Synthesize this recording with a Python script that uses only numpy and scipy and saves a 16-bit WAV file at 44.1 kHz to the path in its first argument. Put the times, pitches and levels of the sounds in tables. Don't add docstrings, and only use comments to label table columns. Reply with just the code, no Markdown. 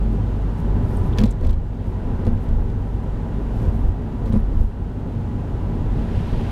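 import sys
import numpy as np
from scipy import signal
from scipy.fft import rfft, irfft, next_fast_len
from scipy.io import wavfile
from scipy.ndimage import uniform_filter1d, map_coordinates

SR = 44100
rng = np.random.default_rng(int(sys.argv[2]) if len(sys.argv) > 2 else 0)


def master_out(mix):
    frames = np.transpose(np.atleast_2d(mix))
    ceiling = np.clip(frames, -1, 1)
    pcm = np.round(ceiling * 32767).astype(np.int16)
    wavfile.write(sys.argv[1], SR, pcm)


N = 287091


def amp(db):
    return 10 ** (np.asarray(db) / 20)

def unit(x):
    return x / np.sqrt(np.mean(x ** 2) + 1e-20)

def clock():
    return np.arange(N) / SR

def curves(rows):
    s, *cols = np.transpose(rows)
    return [np.interp(clock(), s, c) for c in cols]

def bursts(rows):
    return sum(amp(db) * np.exp(-((clock() - s) / half) ** 2) for s, db, half in rows)

def wobble(rate):
    return map_coordinates(rng.standard_normal(int(N * rate / SR) + 4), [clock() * rate])

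def noise():
    return rng.standard_normal(N)

def grains(rate, spread_db):
    impulses = (rng.random(N) < rate / SR) * noise()
    return unit(impulses * amp(spread_db * rng.exponential(size=N).clip(0, 4)))

def filtered(x, response):
    m = next_fast_len(len(x) + SR // 2)
    return irfft(rfft(x, m) * response(np.fft.rfftfreq(m, 1 / SR)), m)[:len(x)]

def coloured(x, spectrum):
    hz, db = np.transpose(spectrum)
    return unit(filtered(x, lambda f: amp(np.interp(np.log(f + 1), np.log(hz), db, -120))))

def resonate(x, modes):
    return filtered(x, lambda f: sum(amp(db) * 1j * f * width / (hz * hz - f * f + 1j * f * width)
                                     for hz, width, db in modes))

def narrowband(x, hz, width):
    mode = [(hz, width, 0)]
    return unit(resonate(resonate(x, mode), mode))

def band(x, low_hz, high_hz, order=4):
    return filtered(x, lambda f: 1 / np.sqrt((1 + (low_hz / (f + 1)) ** (2 * order))
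                                             * (1 + (f / high_hz) ** (2 * order))))

def add(track, s, sound):
    part = track[round(s * SR):][:len(sound)]
    part += sound[:len(part)]

def chirps(rows):
    out, t = np.zeros(N), np.arange(-SR // 20, SR // 20) / SR
    for s, db, hz, width, half in rows:
        ring = narrowband(rng.standard_normal(len(t)), hz, width)
        add(out, s + t[0], amp(db) * np.exp(-(t / half) ** 2) * ring)
    return out

def free_decay(t, hz, db, t60, rise_s):
    ring = np.sum(amp(db - 60 * t / t60) * np.sin(2 * np.pi * hz * t), axis=0)
    return ring * (1 - np.exp(-t / rise_s))


# t/s, f/Hz, fundamental level/dB, second harmonic level/dB
FIRING = [(0, 49.26, -22, -38), (.7, 48.9, -25.5, -35), (3.3, 48.8, -26.5, -38), (4.4, 48.43, -23, -35),
          (5.1, 47, -33.5, -31.5), (5.9, 46.3, -24, -31.5), (6.51, 47, -29, -34)]

def engine():
    hz, db, harmonic_db = curves(FIRING)
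    phase = 2 * np.pi * np.cumsum(hz * (1 + 0.0064 * wobble(4.5))) / SR
    drone = amp(db) * unit(np.sin(phase)) + amp(harmonic_db) * unit(np.sin(2 * phase))
    return amp(1.7 * wobble(12)) * drone


# t/s, relative level/dB
COARSENESS = [(0, -1.5), (.4, -1.5), (.8, 1), (1.15, 1.5), (1.7, -1.5), (2.2, 1.5), (2.45, 0.4), (2.8, -2),
              (3.7, 0), (4.9, -1), (6.3, 1)]
# f/Hz, bandwidth/Hz, gain/dB
CABIN_MODES = [(27, 8.1, 6), (47.7, 6.8, -1.5), (62, 26, -5.5), (86, 17, -.8), (103, 15, -4.5),
               (154, 22, -9.5), (206, 8, -12), (221, 9, -6.5), (286, 8, -23), (366.6, 48, -17),
               (405, 32, -27), (468, 114, -17.5)]
# f/Hz, bandwidth/Hz, gain/dB
PANEL_MODES = [(840, 27, -5), (995, 40, -3), (1170, 60, -1), (1315, 40, -3.5), (1478, 32, -5),
               (1900, 48, -1)]
# f/Hz, relative spectrum level/dB
TREAD_SPECTRUM = [(150, -39), (330, -12.5), (480, -7), (580, 1), (830, 0), (1010, -3.5), (1110, -10.5),
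                  (1550, -11.5), (2100, -20.5), (3500, -34), (8000, -53)]
RUMBLE_DB, ROAR_DB = -22, -40.5

def tyres():
    coarse_db, = curves(COARSENESS)
    throb_db = 1.1 * wobble(26)
    rumble = unit(band(resonate(noise(), CABIN_MODES), low_hz=24.4, high_hz=389.0))
    tread = noise()
    roar = coloured(tread + resonate(tread, PANEL_MODES), TREAD_SPECTRUM)
    return amp(RUMBLE_DB + coarse_db + throb_db) * rumble + amp(ROAR_DB + 1.07 * coarse_db) * roar


# t/s, relative level/dB
ROAD_WATER = [(0, 0), (1, 1), (1.6, -.5), (2.2, 1.5), (2.9, -1.5), (3.3, -0.5), (3.65, 0.5), (4.15, 0),
              (4.5, 0), (5.1, -.5), (5.85, 1), (6.2, 8), (6.51, 9)]
# f/Hz, relative spectrum level/dB
HISS_SPECTRUM = [(700, -37), (1600, 4.5), (2300, 1.5), (2850, 3), (3900, -2.5), (4900, -8), (6200, -14.5),
                 (7200, -25), (8000, -21), (9000, -18), (15000, -41)]
# f/Hz, relative spectrum level/dB
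FIZZ_SPECTRUM = [(2500, -17), (5000, 5), (7000, 8), (9000, 2), (11400, 2), (12100, 0), (12600, 0),
                 (13500, -0.5), (15700, -12)]
HISS_DB, FIZZ_DB = -56, -66.5

def water():
    wet_db, = curves(ROAD_WATER)
    splash_db = 0.23 * wobble(28)
    drops = amp(-11.5) * grains(rate=160, spread_db=-3.5)
    hiss = amp(HISS_DB + wet_db) * coloured(noise(), HISS_SPECTRUM)
    fizz = amp(FIZZ_DB + 0.46 * wet_db) * coloured(noise() + drops, FIZZ_SPECTRUM)
    return amp(splash_db) * (hiss + fizz)


# t/s, level/dB, half length/s
SLUSH_PATCHES = [(.13, -64, 0.016), (.6, -63, .03), (.94, -60.5, 0.094), (1.065, -63, 0.04),
                 (1.89, -64, .04), (2.44, -62, 0.03), (3.6, -65, 0.072), (3.77, -66, .06), (3.88, -69, .02),
                 (4.262, -64, .009), (4.29, -68, .01), (4.375, -66, 0.008), (4.66, -66, 0.061)]
# f/Hz, relative spectrum level/dB
SLUSH_SPECTRUM = [(2500, -20), (5000, 3), (7000, -1), (8600, -.5), (11000, 2), (13000, -.5), (14500, -9),
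                  (15700, -10)]

def slush():
    *_, slush_db, _, _, _ = np.transpose(ROAD_SEAMS)
    gushes = bursts(SLUSH_PATCHES) + both_axles(slush_db, rear_db=-1)
    spatter = amp(4) * grains(rate=2200, spread_db=2.5)
    return gushes * coloured(noise() + spatter, SLUSH_SPECTRUM)


# t/s, level/dB, f/Hz, bandwidth/Hz, half length/s
TRIM_RUBS = [(0.972, -49, 8600, 800, .0045), (1.133, -47, 3400, 1000, .007),
             (1.293, -57, 10000, 900, 0.006), (1.312, -43.5, 7200, 3800, 0.006)]

def squeaks():
    return chirps(TRIM_RUBS)


# t/s, half length/s, scrub/dB, rattle/dB, rear re front/dB, slush/dB,
# front shudder/dB, rear shudder/dB, rear shudder fade/s
ROAD_SEAMS = [(1.212, 0.046, -28, -42, -3, -65, -20, -7, 0.14),
              (2.277, 0.019, -36, -46, -17, -69, -13.5, -12, .12),
              (3.633, 0.076, -38.5, -57, -23, -73, -25, -11, 0.031),
              (4.279, 0.021, -33, -51, -28, -76, -41, -37, 0.047),
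              (4.357, 0.031, -31, -57, -14, -63.5, -15, -9.5, 0.077)]
AXLE_LAG_S = .255

def scrub():
    _, _, scrub_db, _, rear_db, *_ = np.transpose(ROAD_SEAMS)
    return both_axles(scrub_db, rear_db) * scrub_noise()

def both_axles(level_db, rear_db, rear_stretch=1.46):
    s, half = np.transpose(ROAD_SEAMS)[:2]
    front = bursts(zip(s, level_db, half))
    rear = bursts(zip(s + AXLE_LAG_S, level_db + rear_db, half * rear_stretch))
    return front + rear


# f/Hz, relative spectrum level/dB
SCRUB_SPECTRUM = [(200, 13.5), (330, 6), (520, 8), (700, -9), (1000, 0), (1300, -10), (2100, -17.5),
                  (3600, -30.5), (5500, -34), (12000, -60), (15700, -58)]

def scrub_noise():
    return coloured(noise(), SCRUB_SPECTRUM)


# f/Hz, bandwidth/Hz, gain/dB
TRIM_MODES = [(1190, 500, -4), (1750, 500, -8), (2550, 800, -3.5), (3300, 520, -1.8), (4000, 600, -6),
              (5400, 700, -16.5), (6350, 470, -22), (7200, 200, -11), (8600, 900, -23), (10700, 2200, -22),
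              (13000, 1500, -28)]
# t/s, level/dB, chatter T60/s, tilt/(dB per octave)
TRIM_CLICKS = [(1.1851, -17.5, .04, -2), (1.2035, -27, .025, -2), (1.2145, -27, .018, 0),
               (1.2365, -19.5, .033, -1.5), (1.2565, -28.5, .035, 1), (1.263, -31, .03, .5),
               (1.276, -37, .25, -4), (1.3245, -33, .01, 2), (1.411, -34, .015, 2), (1.431, -38, .005, 3),
               (1.436, -38, .04, -4), (1.443, -39, .004, 4), (1.4475, -32.5, .045, -3),
               (1.469, -25.5, .003, 4), (1.4946, -33, .045, -2), (1.508, -25.5, .004, 3.5),
               (1.511, -30, .005, 3), (1.528, -35, .06, -3), (2.251, -39.5, .045, 2), (2.268, -39, .02, -1),
               (2.4883, -39.5, .03, -1), (2.7004, -40, .025, -2), (4.2564, -42, .09, 1),
               (4.324, -36, .05, -3)]
MODE_SCATTER = .04

def trim():
    ticks = amp(3) * grains(rate=600, spread_db=5)
    _, _, _, rattle_db, rear_db, *_ = np.transpose(ROAD_SEAMS)
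    rattle = resonate(both_axles(rattle_db, rear_db) * unit(noise() + ticks), TRIM_MODES)
    for s, db, t60, brightness in TRIM_CLICKS:
        add(rattle, s, amp(db) * click(t60, brightness))
    return band(rattle, low_hz=400, high_hz=9700, order=2)

def click(t60, brightness):
    t = np.arange(SR // 5) / SR
    contact = amp(-3) * signal.unit_impulse(len(t), 4)
    chatter = amp(-60 * t / t60) * rng.standard_normal(len(t))
    crack = amp(3) * np.diff(amp(-60 * t / 0.0008) * rng.standard_normal(len(t)), prepend=0)
    modes = [(hz * (1 + MODE_SCATTER * rng.standard_normal()), width, db) for hz, width, db in TRIM_MODES]
    tilt = lambda f: amp(brightness * np.log2(np.maximum(f, 1000) / 4000))
    return filtered(contact + resonate(crack + chatter, modes), tilt)


# f/Hz, level/dB, T60/s
WHEEL_MODES = [(44.1, -5, 0.4), (100.6, 5.5, 0.081), (192, -19, 0.24), (214.8, 6, 0.13), (330, 0.5, 0.026),
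               (483, -8, 0.058), (834, -12, .03)]
# t/s, level/dB, hardness/(dB per octave)
TYRE_BLOWS = [(1.185, -22, -2), (1.209, -14.5, -2), (1.2365, -10.5, -2.5), (1.2573, -15.5, -1.5),
              (2.252, -23, -4), (2.273, -15.5, -1.5), (2.312, -30, 2), (3.624, -24, 0),
              (4.295, -17.5, -1.5), (4.334, -14, -4), (4.3585, -14, -1.5)]
REAR_KNOCK_DB = -12

def knocks():
    out, t = np.zeros(N), np.arange(SR // 4) / SR
    hz, level, t60 = np.transpose(WHEEL_MODES)[:, :, None]
    for s, db, hardness in TYRE_BLOWS:
        for lag, axle_db in (0, 0), (AXLE_LAG_S, REAR_KNOCK_DB):
            mode_db = level + hardness * np.log2(hz / np.median(hz)) + rng.standard_normal(hz.shape)
            add(out, s + lag, amp(db + axle_db) * free_decay(t, hz, mode_db, t60, rise_s=0.002))
    return out


def shudders(front_lag_s=0.0561, front_fade_s=0.044):
    return sum(heave(s + front_lag_s, front_db, front_fade_s) + heave(s + AXLE_LAG_S, rear_db, fade_s)
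               for s, *_, front_db, rear_db, fade_s in ROAD_SEAMS)

def heave(s, db, fade_s, rise_s=0.055, hz=26.5):
    t = clock() - s
    phase = 2 * np.pi * hz * t
    stroke = np.cos(phase) + amp(-9) * np.cos(2 * phase) + amp(-6) * np.cos(3 * phase)
    envelope = np.exp(-(t / np.where(t < 0, rise_s, fade_s)) ** 2)
    return -amp(db) * envelope * stroke


# f/Hz, level/dB, T60/s
JOINT_MODES = [(393, -18, .035), (496, -1.5, 0.041), (637, -4, .025)]
# t/s, level/dB
JOINT_IMPACTS = [(1.258, -24), (1.434, -20), (1.442, -20.5), (1.451, -22), (2.2675, -16.5), (2.314, -23),
                 (4.356, -21)]

def clunks():
    out, t = np.zeros(N), np.arange(SR // 10) / SR
    hz, level, t60 = np.transpose(JOINT_MODES)[:, :, None]
    for s, db in JOINT_IMPACTS:
        pitch = hz * (1 + MODE_SCATTER * rng.standard_normal(hz.shape))
        add(out, s, amp(db) * free_decay(t, pitch, level, t60, rise_s=0.0016))
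    return out


# t/s, level/dB
WHISTLE_LEVEL = [(0, -90), (2.1, -88), (2.45, -76), (2.9, -86), (3.8, -82), (4.7, -82), (5.3, -88),
                 (6.51, -89)]

def whistle():
    db, = curves(WHISTLE_LEVEL)
    return amp(db + 2.5 * wobble(8)) * narrowband(noise(), hz=12060, width=170)


# t/s, level/dB, f/Hz, bandwidth/Hz, half length/s
GRIT_STRIKES = [(4.298, -56, 11500, 2800, .0015), (4.333, -50, 9000, 3500, .0014),
                (4.404, -55, 11700, 2500, .0015)]

def grit():
    return chirps(GRIT_STRIKES)


def scene():
    cruising = engine() + tyres() + water() + slush()
    jolts = squeaks() + scrub() + trim() + knocks() + shudders() + clunks()
    return (cruising + jolts + whistle() + grit())[None]

def gain_control(x, threshold_db=-13, average_s=0.018, attack_s=0.032, recovery_s=0.49):
    power = np.abs(uniform_filter1d(x ** 2, round(average_s * SR)))
    excess_db = np.maximum(10 * np.log10(power + 1e-12) - threshold_db, 0)
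    fade = np.exp(-clock() / recovery_s)
    duck_db = fade * np.maximum.accumulate(excess_db / fade)
    step = 1 / (attack_s * SR)
    return x * amp(-signal.lfilter([step], [1, step - 1], duck_db))

def record(dry):
    return filtered(gain_control(dry[0]), lambda hz: hz < 15760)[None]


dry = scene()
out = record(dry)
master_out(out)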